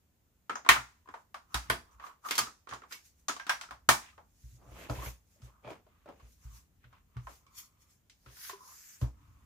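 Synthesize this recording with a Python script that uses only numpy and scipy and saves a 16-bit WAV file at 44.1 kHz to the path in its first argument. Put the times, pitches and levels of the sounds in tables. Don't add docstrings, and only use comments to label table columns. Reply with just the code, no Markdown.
import sys
import numpy as np
from scipy import signal
from scipy.fft import next_fast_len
from scipy.io import wavfile
from scipy.ndimage import uniform_filter1d

SR = 44100
rng = np.random.default_rng(int(sys.argv[2]) if len(sys.argv) > 2 else 0)


def master_out(mix):
    frames = np.transpose(np.atleast_2d(mix))
    ceiling = np.clip(frames, -1, 1)
    pcm = np.round(ceiling * 32767).astype(np.int16)
    wavfile.write(sys.argv[1], SR, pcm)


def undo_db(level):
    steps = np.asarray(level, float) / 20
    return 10 ** steps


N = 416744


def evened(x):
    return x / np.sqrt(np.mean(x ** 2) + 1e-20)


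def read(points, hz):
    f, value = np.transpose(points)
    return np.interp(np.log(hz + 1), np.log(f + 1), value)


def over_time(points):
    return np.interp(np.arange(N) / SR, *np.transpose(points))


def add(mix, s, sound):
    part = mix[..., round(s * SR):][..., :sound.shape[-1]]
    part += sound[..., :part.shape[-1]]


def band(x, lo_hz, hi_hz):
    edges_hz = [lo_hz, min(hi_hz, .45 * SR)]
    return signal.sosfilt(signal.butter(2, edges_hz, "band", fs=SR, output="sos"), x)


def rings(modes, length_s):
    t = np.arange(round(length_s * SR)) / SR
    total = np.zeros(len(t))
    for k, (hz, db, t60) in enumerate(modes):
        total += (-1) ** k * undo_db(db - 60 * t / t60) * np.sin(2 * np.pi * hz * t)
    return total


def struck(modes, db, upper_db=0, ring=1, rise_s=.0005):
    hit = [(hz, level + upper_db * (k > 0), t60 * ring) for k, (hz, level, t60) in enumerate(modes)]
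    sound = rings(hit, .3)
    onset = 1 - np.exp(-np.arange(len(sound)) / SR / rise_s)
    return undo_db(db) * sound * onset ** 2


# pitch ratio, level in dB.
NEIGHBOURS = [(1, 0), (1.011, -3), (.984, -4), (1.029, -7), (.963, -8), (1.052, -11)]


def cluster(hz, db, t60, spread=1):
    return [(hz * ratio ** spread, db + level - 3.5, t60 * (1 - .08 * k))
            for k, (ratio, level) in enumerate(NEIGHBOURS)]


# frequency in Hz, likeness 0 to 1.
EAR_LIKENESS = [(60, 0.97), (300, 0.66), (640, 0.35), (1400, 0.027), (15000, 0.023)]


def pair(z):
    same = np.clip(read(EAR_LIKENESS, np.linspace(0, SR / 2, z.shape[1])), -1, 1)[:, None]
    return np.array([z[0], same * z[0] + np.sqrt(1 - same ** 2) * z[1]])


def noise(spectrum, size, patchy_db):
    hz = np.fft.rfftfreq(size, 1 / SR)
    used = hz < spectrum[-1][0]
    draws = rng.standard_normal((used.sum(), 4 * N // size + 5, 5), np.float32)
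    a, b, c, d, patches = np.moveaxis(draws, 2, 0)
    for axis in (0, 1):
        patches = uniform_filter1d(patches, size=8, axis=axis)
    gain = undo_db(read(spectrum, hz[used])[:, None] + patchy_db * evened(patches))
    z = np.zeros((2, len(hz), a.shape[1]), np.complex64)
    z[:, used] = np.array([a + 1j * b, c + 1j * d]) * gain
    x = signal.istft(pair(z).astype(np.complex64), nperseg=size, noverlap=3 * size // 4)[1]
    return evened(x[:, :N])


def click(db, hz, crack_db, thud_db=-16.0):
    t = np.arange(2200) / SR
    air_db = -0.5 + 0.53 * crack_db + .35 * db
    rattle = rng.standard_normal((2, len(t))) * np.exp(-t / .004) * (1 - np.exp(-t / 0.00092))
    rattle[1] += (650.0 / hz) ** 3 * rattle[0]
    x = np.vstack([t == 0, rattle / np.linalg.norm(rattle, axis=1, keepdims=True)])
    peak = undo_db(np.array([[-17.], [0.], [0.]]) - 0.28 * db)
    hump = band(x, hz / 2.066, hz * 1.426) + peak * band(x, hz / 1.06, hz * 1.06)
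    crack = undo_db(crack_db - 7.5) * band(x, 2400, 5500)
    air = undo_db(air_db - 17.0) * band(x, 7800, 24000)
    thud = undo_db(thud_db + 15.5) * band(x[[0, 1, 1]], 225, 560)
    return undo_db(db) * (hump - crack + air + thud) / np.linalg.norm(hump[0])


# start in seconds, peak in dB, shell pitch in Hz, sharpness in dB, weight in dB.
BATTERY_CLICKS = [(0.495, -24.5, 1296, -24.5, -13.5), (0.555, -31, 1180, -18, -54),
                  (0.689, -2.3, 1880, -13.5, -25.5), (0.76, -24, 1170, -39, -21.5),
                  (1.087, -40.5, 1050.0, -39, -12), (1.139, -33.5, 1010, -39, -42),
                  (1.343, -33, 1113, -12.5, -26), (1.543, -21.5, 1193, -2.5, -19),
                  (1.699, -17, 1450, -9.5, -14), (1.997, -43, 1220, -19, -33),
                  (2.038, -40, 1170, -21, -42.5), (2.065, -41.5, 1180, -12.5, -39)]
LID_SNAPS = [(2.248, -39, 1270, -23, -34), (2.308, -22, 2070, 1.5, -17), (2.353, -39, 960, 10, -13),
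             (2.388, -21.5, 1162, 0.2, -17), (2.467, -39, 1300.0, -24.5, -12),
             (2.671, -41, 1050, -34.5, -14.5), (2.69, -44.5, 1196, 2.5, -7.5), (2.723, -32, 1087, -34, -32),
             (2.734, -35.5, 1090, -6.5, -12.5), (2.818, -47.5, 1340, -25, -7.5),
             (2.835, -45.5, 1140, -28, -36), (2.923, -43, 1580, 9, -14), (3.283, -27, 1140.0, 2.5, -27),
             (3.293, -27.5, 1314, -5, -12), (3.364, -39, 1100, -4, -30), (3.397, -35.5, 1540, -9, -28),
             (3.494, -17.5, 1560, -6.5, -53.5), (3.611, -38, 1330, 4, -52),
             (3.635, -41.5, 1297, -13.5, -20.5), (3.708, -33.5, 1060, -13, -21.5),
             (3.889, -8, 1070, -5.5, -21), (4.178, -42, 818.0, -30, -27)]
CASE_BUMPS = [(4.897, -36, 626, -9, 1.5), (4.988, -59.9, 724.0, -13.3, 4), (5.022, -35.5, 1100, -31, -21),
              (5.418, -62.5, 1281, 9.5, -10), (5.647, -44, 600, -40.5, -23),
              (5.6755, -38, 646.0, -30, -14.5), (5.704, -45, 640, -8.5, -7.5),
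              (5.865, -58.5, 627, -16.5, -10.5), (6.058, -45, 585, -25.5, -21),
              (6.088, -39.5, 554, -27, -16.5), (6.198, -55.5, 1090.0, -7.5, -21),
              (6.84, -56, 1420, -25, -12), (6.927, -53, 1020, -13, -25), (7.167, -44.5, 1148, -10.5, -14),
              (7.269, -37, 1020, -29.5, -40.5), (7.465, -66, 1100, 7, -8), (8.097, -60, 2147, 14.5, -21.5),
              (8.26, -51.5, 1320.0, -5.5, -7.5), (8.368, -52, 1450.0, -13.5, -17),
              (8.494, -37.5, 1065, -2.5, -27), (9.013, -44, 1000, 0, -5)]
# start in seconds, peak in dB, pitch in Hz, sharpness in dB.
FAINT_TICKS = [(.648, -38, 1170, -21), (.662, -29.5, 1020, -35), (1.056, -59, 1000, -23),
               (1.074, -49, 1010, -25.5), (2.286, -35.5, 1240, 1), (2.379, -23.5, 1410, 4),
               (2.685, -49.5, 1360, -7.5), (2.91, -48.5, 1360, -13.5), (2.710, -39, 1400, -7),
               (3.466, -34, 1285, -5.5), (3.687, -50.5, 1300, -14)]


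def shell_clicks():
    spots, near = np.zeros((3, 1, N)), np.zeros((2, N))
    for k, (s, *row) in enumerate(BATTERY_CLICKS + LID_SNAPS + CASE_BUMPS + FAINT_TICKS):
        sound = click(*row)
        add(spots[k % 3], s, sound[:1])
        add(near, s, sound[1:])
        contact = undo_db(-5.0) * sound[:1] * rng.choice([-1, 1], (2, 1))
        add(near, s + 0.0011, contact)
    return spots, near


# start
# in seconds, peak in dB, pitch in Hz, t60 in s.
MODE_PINGS = [(.506, -27.5, 1327, 0.047), (0.556, -39, 6250, 0.017), (.555, -43, 5180, 0.022),
              (.69, -17, 1830, 0.077), (0.691, -22.5, 1080, 0.087), (.69, -22.5, 3190, 0.045),
              (.69, -25, 6580, .03), (.701, -17.5, 2060, .04), (.712, -23, 2250, .03),
              (.759, -27, 1060, 0.026), (.771, -20.5, 1410, 0.024), (1.543, -27.5, 3800, .03),
              (1.543, -33.5, 4600, .03), (1.543, -38.5, 11000, 0.015), (1.699, -29, 1790, .05),
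              (1.701, -27.5, 1025, 0.058), (1.702, -22, 680, 0.055), (1.7, -31, 4683, .05),
              (1.699, -25, 3325, .04), (1.699, -44, 7630, .02), (1.698, -34.5, 9540, 0.012),
              (1.912, -66.5, 6000, .02), (1.93, -67, 7090, .02), (2.241, -44, 1250, .05),
              (2.256, -31, 1200, .06), (2.311, -39, 990, .08), (2.388, -25, 1208, 0.097),
              (2.47, -39.5, 1300, .04), (2.703, -54.5, 6500, .02), (2.744, -53, 6700, 0.024),
              (2.924, -46, 5030, .06), (2.93, -42, 2230, 0.05), (.555, -45, 5770, .02),
              (0.554, -46, 6970, 0.018), (1.543, -40, 11900, .02), (1.544, -37.5, 13100, .02),
              (1.7, -36.5, 10900, 0.019), (1.699, -31, 13000, .02), (1.139, -39, 934, .06),
              (1.997, -47, 1180, .05),
              (3.283, -32.5, 6090, .03), (3.283, -31.5, 6500, .04), (3.293, -33.5, 1290, .06),
                  (3.283, -53, 3520, .04), (3.398, -36, 1600, .06), (3.408, -51, 5800, .02),
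                  (3.468, -45, 3600, .04), (3.468, -55.5, 4500, .02), (3.494, -19.5, 1610, .06),
                  (3.494, -30.5, 1200, .06), (3.494, -32.5, 1010, .05), (3.494, -31, 5700, .05),
                  (3.494, -30.5, 3380, .03), (3.553, -48, 1300, .03), (3.606, -51, 1000, .03),
                  (3.612, -50.5, 2900, .04), (3.889, -17, 1020, .05), (3.889, -14.5, 1810, .04),
                  (3.889, -26, 6600, .04), (3.889, -25.5, 1600, .04), (3.895, -18.5, 2300, .05),
                  (3.908, -29.5, 2950, .02), (3.9, -28.5, 3400, .02), (3.895, -23, 3270, .04),
                  (3.889, -27, 12000, .05), (3.889, -28.5, 4000, .04), (4.178, -49, 904, .04),
                  (3.708, -42.5, 1097, 0.041), (4.938, -42, 250, .06), (4.919, -33, 320, .05),
                  (5.4, -44, 239.3, .06), (4.13, -59, 1230, .05), (4.897, -43, 4800, .02),
                  (4.897, -32.5, 1340, .03), (4.939, -44, 990, .03), (4.988, -34, 1000, .03),
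                  (5.018, -38.5, 1104, .05), (5.06, -44.5, 912, .04), (7.2, -64.5, 1200, .03),
                  (7.465, -62, 2300, .08), (9.015, -59, 2300, .04), (9.026, -27, 300, .08),
                  (5.36, -55, 600, .04), (9.016, -49, 590, 0.073), (8.497, -40, 1800, 0.038)]


def pings():
    out = np.zeros((1, N))
    for s, db, hz, t60 in MODE_PINGS:
        longest_s = .03 * min(1, 5000 / hz) if hz > 2400 else .08
        add(out, s, rings(cluster(hz, db, min(t60, longest_s)), 0.091)[None])
    return out


# frequency in Hz, level in dB, t60 in s.
LID_MODES = [(1900, 2, 0.047), (2440, 6, .037), (4462, 12.5, .08), (5030, 10, 0.1), (6350, 9, .07),
             (7600, 0.5, 0.14), (8300, -2, 0.02), (9860, -0.5, 0.083), (10960, -1, .05), (11750, 6, 0.05),
             (12410, 1, 0.11), (13350, 3.5, .06), (14400, 0, 0.056), (15400, -1, .04)]
# start in seconds, peak in dB.
LID_HITS = [
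    (2.2864, -49.5),
    (2.3087, -25),
    (2.3531, -34.5),
    (2.3795, -19.5),
    (2.3875, -20.5),
    (2.9238, -40.5),
]


def lid_taps():
    out = np.zeros((1, N))
    for s, db in LID_HITS:
        modes = []
        for hz, level, t60 in LID_MODES:
            hz *= 1 + 0.0054 * rng.uniform(-0.61, 1)
            level -= 14.0 * rng.random()
            modes += cluster(hz, level, min(t60, .065), spread=.45)[:4]
        add(out, s, struck(modes, db - 11.5)[None])
    return out


# frequency in Hz, level in dB, t60 in s.
GLASS_MODES = [(396, 15.5, 0.13), (1000, 8, 0.11), (1090, 2.5, 0.087), (1300, -11, 0.076)]
# start in seconds, level in dB, upper modes in dB above.
GLASS_HITS = [
    (8.262, -70, -5.5),
    (8.495, -62, 5),
    (8.529, -50, 1),
    (8.604, -73.5, 19),
    (8.653, -81.5, 16),
]


def glass_knocks():
    out = np.zeros((1, N))
    for s, db, upper_db in GLASS_HITS:
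        add(out, s, struck(GLASS_MODES, db, upper_db, rise_s=0.0029)[None])
    return out


# frequency in Hz, level in dB, t60 in s.
FOOT_MODES = [(600, 0, .025), (2400, -4, .011), (3300, -10, .008)]
# start in seconds, level in dB.
FOOT_SLIPS = [
    (5.6388, -62),
    (5.6468, -57),
    (5.6553, -55),
    (5.6638, -53),
    (5.6752, -48),
    (5.6877, -49),
    (5.7042, -47),
]


def foot_judder():
    out = np.zeros((1, N))
    for s, db in FOOT_SLIPS:
        add(out, s, struck(FOOT_MODES, db)[None])
    return out


# frequency in Hz, level in dB, t60 in s.
DESK_MODES = [(59, 0.5, 0.5), (78.4, -2, .2), (121.95, 8, 0.26), (232, -4, 0.097)]
# start in seconds, peak in dB, upper modes in dB above.
DESK_PUSHES = [(0.692, -43.5, -5.5), (0.777, -60, 5.5), (1.545, -35, -12), (1.696, -44.5, 1),
               (1.939, -59, -27), (2.402, -64, 6.5), (2.716, -64, 4), (3.709, -62, -8.5), (3.889, -48, 6),
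               (4.436, -46, -10.5), (4.529, -57.5, -1), (4.669, -57.5, -3), (4.717, -54, -5.5),
               (4.9, -38, 1.5), (4.977, -37.5, -6.5), (5.062, -41, -6), (5.427, -52, 0.5),
               (5.658, -68, 10.5), (6.225, -53, -12), (6.448, -42.5, -11.5), (6.52, -52, -11.5),
               (6.849, -67, 4.5), (7.165, -51.5, 11), (7.24, -49, -22), (8.267, -59.5, 0.5),
               (9.022, -28.5, 1.5), (9.299, -67.5, 0)]


def desk_thumps():
    desk = np.zeros(N)
    for s, db, upper_db in DESK_PUSHES:
        ring = .56 - 0.0074 * (db + 48.5)
        add(desk, s - .007, struck(DESK_MODES, db + 9.5, upper_db, ring, rise_s=.013))
    turn = np.exp(1j * np.array([[-.2], [.2]]))
    return (signal.hilbert(desk, next_fast_len(N))[:N] * turn).real


def strokes(rows, fall_db_per_s, gritty=0):
    t = np.arange(0, N + 64, 64) / SR
    power = np.full(len(t), 1e-11)
    for s, rise_s, hold_s, db, *grit in rows:
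        early = np.maximum(s - t, 0) / rise_s
        late_s = np.maximum(t - s - hold_s, 0)
        power += undo_db(db + gritty * sum(grit) - 25 * early - fall_db_per_s * late_s) ** 2
    return np.interp(np.arange(N) / SR, t, power)


# time in seconds, delay in ms.
LIFT_ECHO = [
    (7.42, .87),
    (8.0, 0.93),
    (8.2, 0.21),
    (8.6, 0.19),
    (9.0, 0.125),
]


def lifted(x):
    echo_share = .4
    s, ms = np.transpose(LIFT_ECHO)
    n = np.arange(round(s[0] * SR), round(s[-1] * SR))
    source = n - np.interp(n / SR, s, ms) * SR / 1000
    out = x.copy()
    for ear in out:
        ear[n] = (ear[n] + echo_share * np.interp(source, n, ear[n])) / np.hypot(1, echo_share)
    return out


# full at in seconds, rise in s, hold in s, level in dB.
FINGER_SWISHES = [(1.12, .08, .1, -76.5), (1.535, 0.064, 0.015, -65.5), (1.64, .05, 0.016, -67),
                  (1.92, .02, 0, -74), (2.064, 0.074, 0, -60), (2.26, 0.033, 0.12, -52),
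                  (2.919, 0.035, 0.027, -53.5), (3.06, .06, 0, -60.5), (3.2, .1, 0, -71),
                  (4.44, 0.28, 0.12, -68.5), (4.8, 0.23, 0.047, -59.5), (4.9, 0.023, 0.2, -56),
                  (5.05, 0.082, .02, -50), (5.32, .15, 0.042, -72), (5.45, .08, 0.0097, -65.5),
                  (5.71, 0.092, 0, -65), (6.331, 0.31, 0, -67), (6.45, .12, 0, -65.5),
                  (6.571, 0.21, 0.0039, -59.5), (7.3, 0.14, 0.058, -62.5), (7.585, 0.057, 0.001, -46.5),
                  (7.82, 0.05, 0, -66), (7.9, .05, .03, -69), (8.439, 0.19, 0.056, -47.5),
                  (8.69, 0.26, 0.26, -56.5), (9.03, 0.12, 0, -58.5), (9.2, .2, .25, -81)]
EDGE_SCUFFS = [(1.53, .08, 0.059, -60, -12.5), (1.62, .05, 0.086, -61, -3), (1.9, 0.13, 0.05, -67, -13),
               (2.02, 0.051, 0.077, -53, -12), (2.26, .03, 0.012, -44.5, -18),
               (2.36, 0.098, 0.033, -60, 0.5), (2.919, 0.018, 0.0079, -58, 8.5), (4.02, .04, .07, -73, 13),
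               (5.49, .06, .13, -71, -19.5), (5.9, 0.17, 0.15, -78, -1.5), (6.45, .08, 0.13, -70, -4.5),
               (6.93, .05, 0.042, -70, -1.5), (7.175, 0.093, 0.037, -66, -5.5),
               (7.55, 0.45, 0.094, -72.5, -9), (7.75, .2, 0.14, -81.5, -2), (8.45, .16, 0.075, -71, 19),
               (8.58, 0.089, 0.16, -64, -25), (8.7, 0.09, .27, -85.5, 17.5), (8.27, .01, .06, -76, 12),
               (7.59, 0.042, 0.0081, -73.5, 5.5), (9.2, .2, .25, -73.5, -6.5)]
MAT_DRAGS = [(4.64, 0.097, 0.13, -61.5, -27), (4.79, 0.12, .08, -55, 0), (5.05, .06, .03, -62, 10),
             (4.9, 0.018, 0.022, -47.5, -16), (4.96, .1, 0.12, -52.5, -1.5), (5.45, .15, 0.038, -68.5, -5),
             (5.651, 0.025, 0.048, -54, -9), (5.715, 0.05, 0, -46.5, -10), (6.08, 0.03, .025, -58, -13),
             (6.2, .2, 0.064, -71.5, -2.5), (6.85, 0.06, 0.00081, -74.5, 10), (7.3, 0.03, .02, -63.5, -3),
             (8.27, .05, 0.054, -71, -4.5), (8.51, .07, 0.049, -77, -4), (9.031, 0.024, 0.024, -53, -17)]
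# frequency in Hz, level in dB per Hz.
HOLLOW_COLOUR = [(500, -50), (850, -7), (1050, 2), (1250, 1), (1500, -9.5), (2500, -42)]
SCRAPE_COLOUR = [(700, -38), (1500, 0), (2500, 0.5), (3500, -6), (6500, -22)]
HISS_COLOUR = [(500, -28.5), (1500, -8.5), (3920, -3.5), (6600, 5.5), (8600, -2.5), (11500, -2.5),
               (15100, -3), (16300, -34.5)]


def rubs():
    slips = undo_db(1.6 * evened(uniform_filter1d(rng.standard_normal(N), size=150)))
    hollow = evened(noise(HOLLOW_COLOUR, 1024, 1.8) * slips)
    scrape = evened(noise(SCRAPE_COLOUR, 256, 0.92) * slips)
    drag = band(rng.standard_normal((2, N)) + 1.4 * rng.standard_normal(N), 170, 770)
    drag = evened(drag * slips)
    hiss = noise(HISS_COLOUR, 512, 2.0)
    air = evened(band(hiss, 10000, 14850))

    skin = strokes(FINGER_SWISHES, 241)
    edge = strokes(EDGE_SCUFFS, 263)
    mat = strokes(MAT_DRAGS, 290)
    grit = strokes(EDGE_SCUFFS, 263, 1) + strokes(MAT_DRAGS, 290, 0.71) + undo_db(-14.5) ** 2 * skin
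    bright = skin * undo_db(-8.0 + 10 * np.log10(skin) + 51.0) ** 2

    out = np.sqrt(edge + undo_db(-7) ** 2 * mat) * hollow
    out += np.sqrt(grit) * scrape
    out += np.sqrt(skin) * hiss
    out += np.sqrt(mat + undo_db(-16.5) ** 2 * edge) * drag
    out += np.sqrt(bright) * air
    return lifted(out)


# frequency in Hz, t60 in s.
ROOM_T60 = [(100, 0.32), (500, 0.2), (900, 0.2), (1250, 0.18), (1700, 0.19), (3000, 0.17), (6000, 0.24),
            (14000, 0.18)]


def room(x):
    taps = np.zeros((2, SR // 2))
    grid = np.arange(60, SR // 2 - 12, 12)
    at = grid + rng.integers(0, 12, (2, len(grid)))
    np.put_along_axis(taps, at, rng.choice([-1., 1.], at.shape), 1)
    hz, t, z = signal.stft(taps, SR, nperseg=384)
    fall_db = -60 * t / read(ROOM_T60, hz)[:, None]
    fall = undo_db(fall_db) + undo_db(-24.5 + 0.43 * fall_db)
    tail = signal.istft(pair(z) * fall, SR, nperseg=384)[1]
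    return signal.oaconvolve(x, tail / np.linalg.norm(tail[0]), axes=1)[:, :N]


# frequency in Hz, level in dB.
MIC_COLOUR = [(300, -8.5), (800, -3), (1200, 1), (1700, -1.5), (4500, -2), (7500, 7), (11500, 4.5),
              (15500, 0)]


def coloured(x):
    hz = np.fft.rfftfreq(512, 1 / SR)
    fir = signal.minimum_phase(signal.firwin2(511, hz, undo_db(2 * read(MIC_COLOUR, hz)), fs=SR))
    return signal.oaconvolve(x, fir[None], axes=1)[:, :N]


# time in seconds, left minus right in dB.
HANDS_SIDE = [(0, -4), (.7, .5), (1.35, -0.5), (1.7, -1), (2.7, -1.5), (3.001, -.5), (3.3, 0), (3.9, -0.1),
              (4.5, -1), (6.5, 0.9), (7.1, 0), (7.6, 1.5), (8.2, 0), (9.45, 0.6)]


def panned(x):
    return undo_db(over_time(HANDS_SIDE) * np.array([[.5], [-.5]])) * x


# time in seconds, level in dB.
TREMBLE_LEVEL = [(0.0, -74.5), (0.84, -72.5), (1.45, -73), (1.74, -62.5), (2.08, -77.5), (4.34, -67),
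                 (4.95, -59.5), (5.21, -71), (6.58, -67), (8.89, -74.5), (9.21, -60.5), (9.45, -63)]
# frequency in Hz, level in dB per Hz.
RUMBLE_COLOUR = [(15, -38), (25, -3), (49, -0.5), (70, 4.5), (107, -3.5), (188, -12), (300, -17),
                 (420, -48)]


def desk_tremble():
    return undo_db(over_time(TREMBLE_LEVEL)) * noise(RUMBLE_COLOUR, 4096, 0.46)


# frequency in Hz, level in dB per Hz.
FLOOR_COLOUR = [(88, -32.5), (150, -4.5), (300, -13.5), (606, -18), (5000, -29), (7000, -24), (9000, -31),
                (15500, -23.5)]


def noise_floor():
    return undo_db(-76.5) * noise(FLOOR_COLOUR, 1024, 0.85)


def scene():
    spots, near = shell_clicks()
    ringing, taps = pings(), lid_taps()
    near += foot_judder()
    spots[0] += undo_db(-21) * ringing
    spots[1] += undo_db(-31) * taps
    plates = (ringing + taps + glass_knocks())[0]
    plates = np.vstack([plates, np.roll(plates, 9)])
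    wet = sum(room(x) for x in spots)
    clicks = coloured(undo_db(14.0) * near + undo_db(19.5) * wet + plates)
    return panned(clicks + rubs()) + desk_thumps() + desk_tremble() + noise_floor()


def roll_off(x):
    return signal.sosfilt(signal.butter(12, 16970, fs=SR, output="sos"), x)


def record(dry):
    knee, roof = .7, .27
    cut = signal.sosfilt(signal.butter(2, 35., "high", fs=SR, output="sos"), dry)
    cut = signal.oaconvolve(cut, signal.firwin(255, 15950, fs=SR)[None], "same")
    over = np.maximum(abs(cut) - knee, 0)
    mix = cut - np.sign(cut) * (over - roof * np.tanh(over / roof))
    return roll_off(mix)


dry = scene()
out = record(dry)
master_out(out)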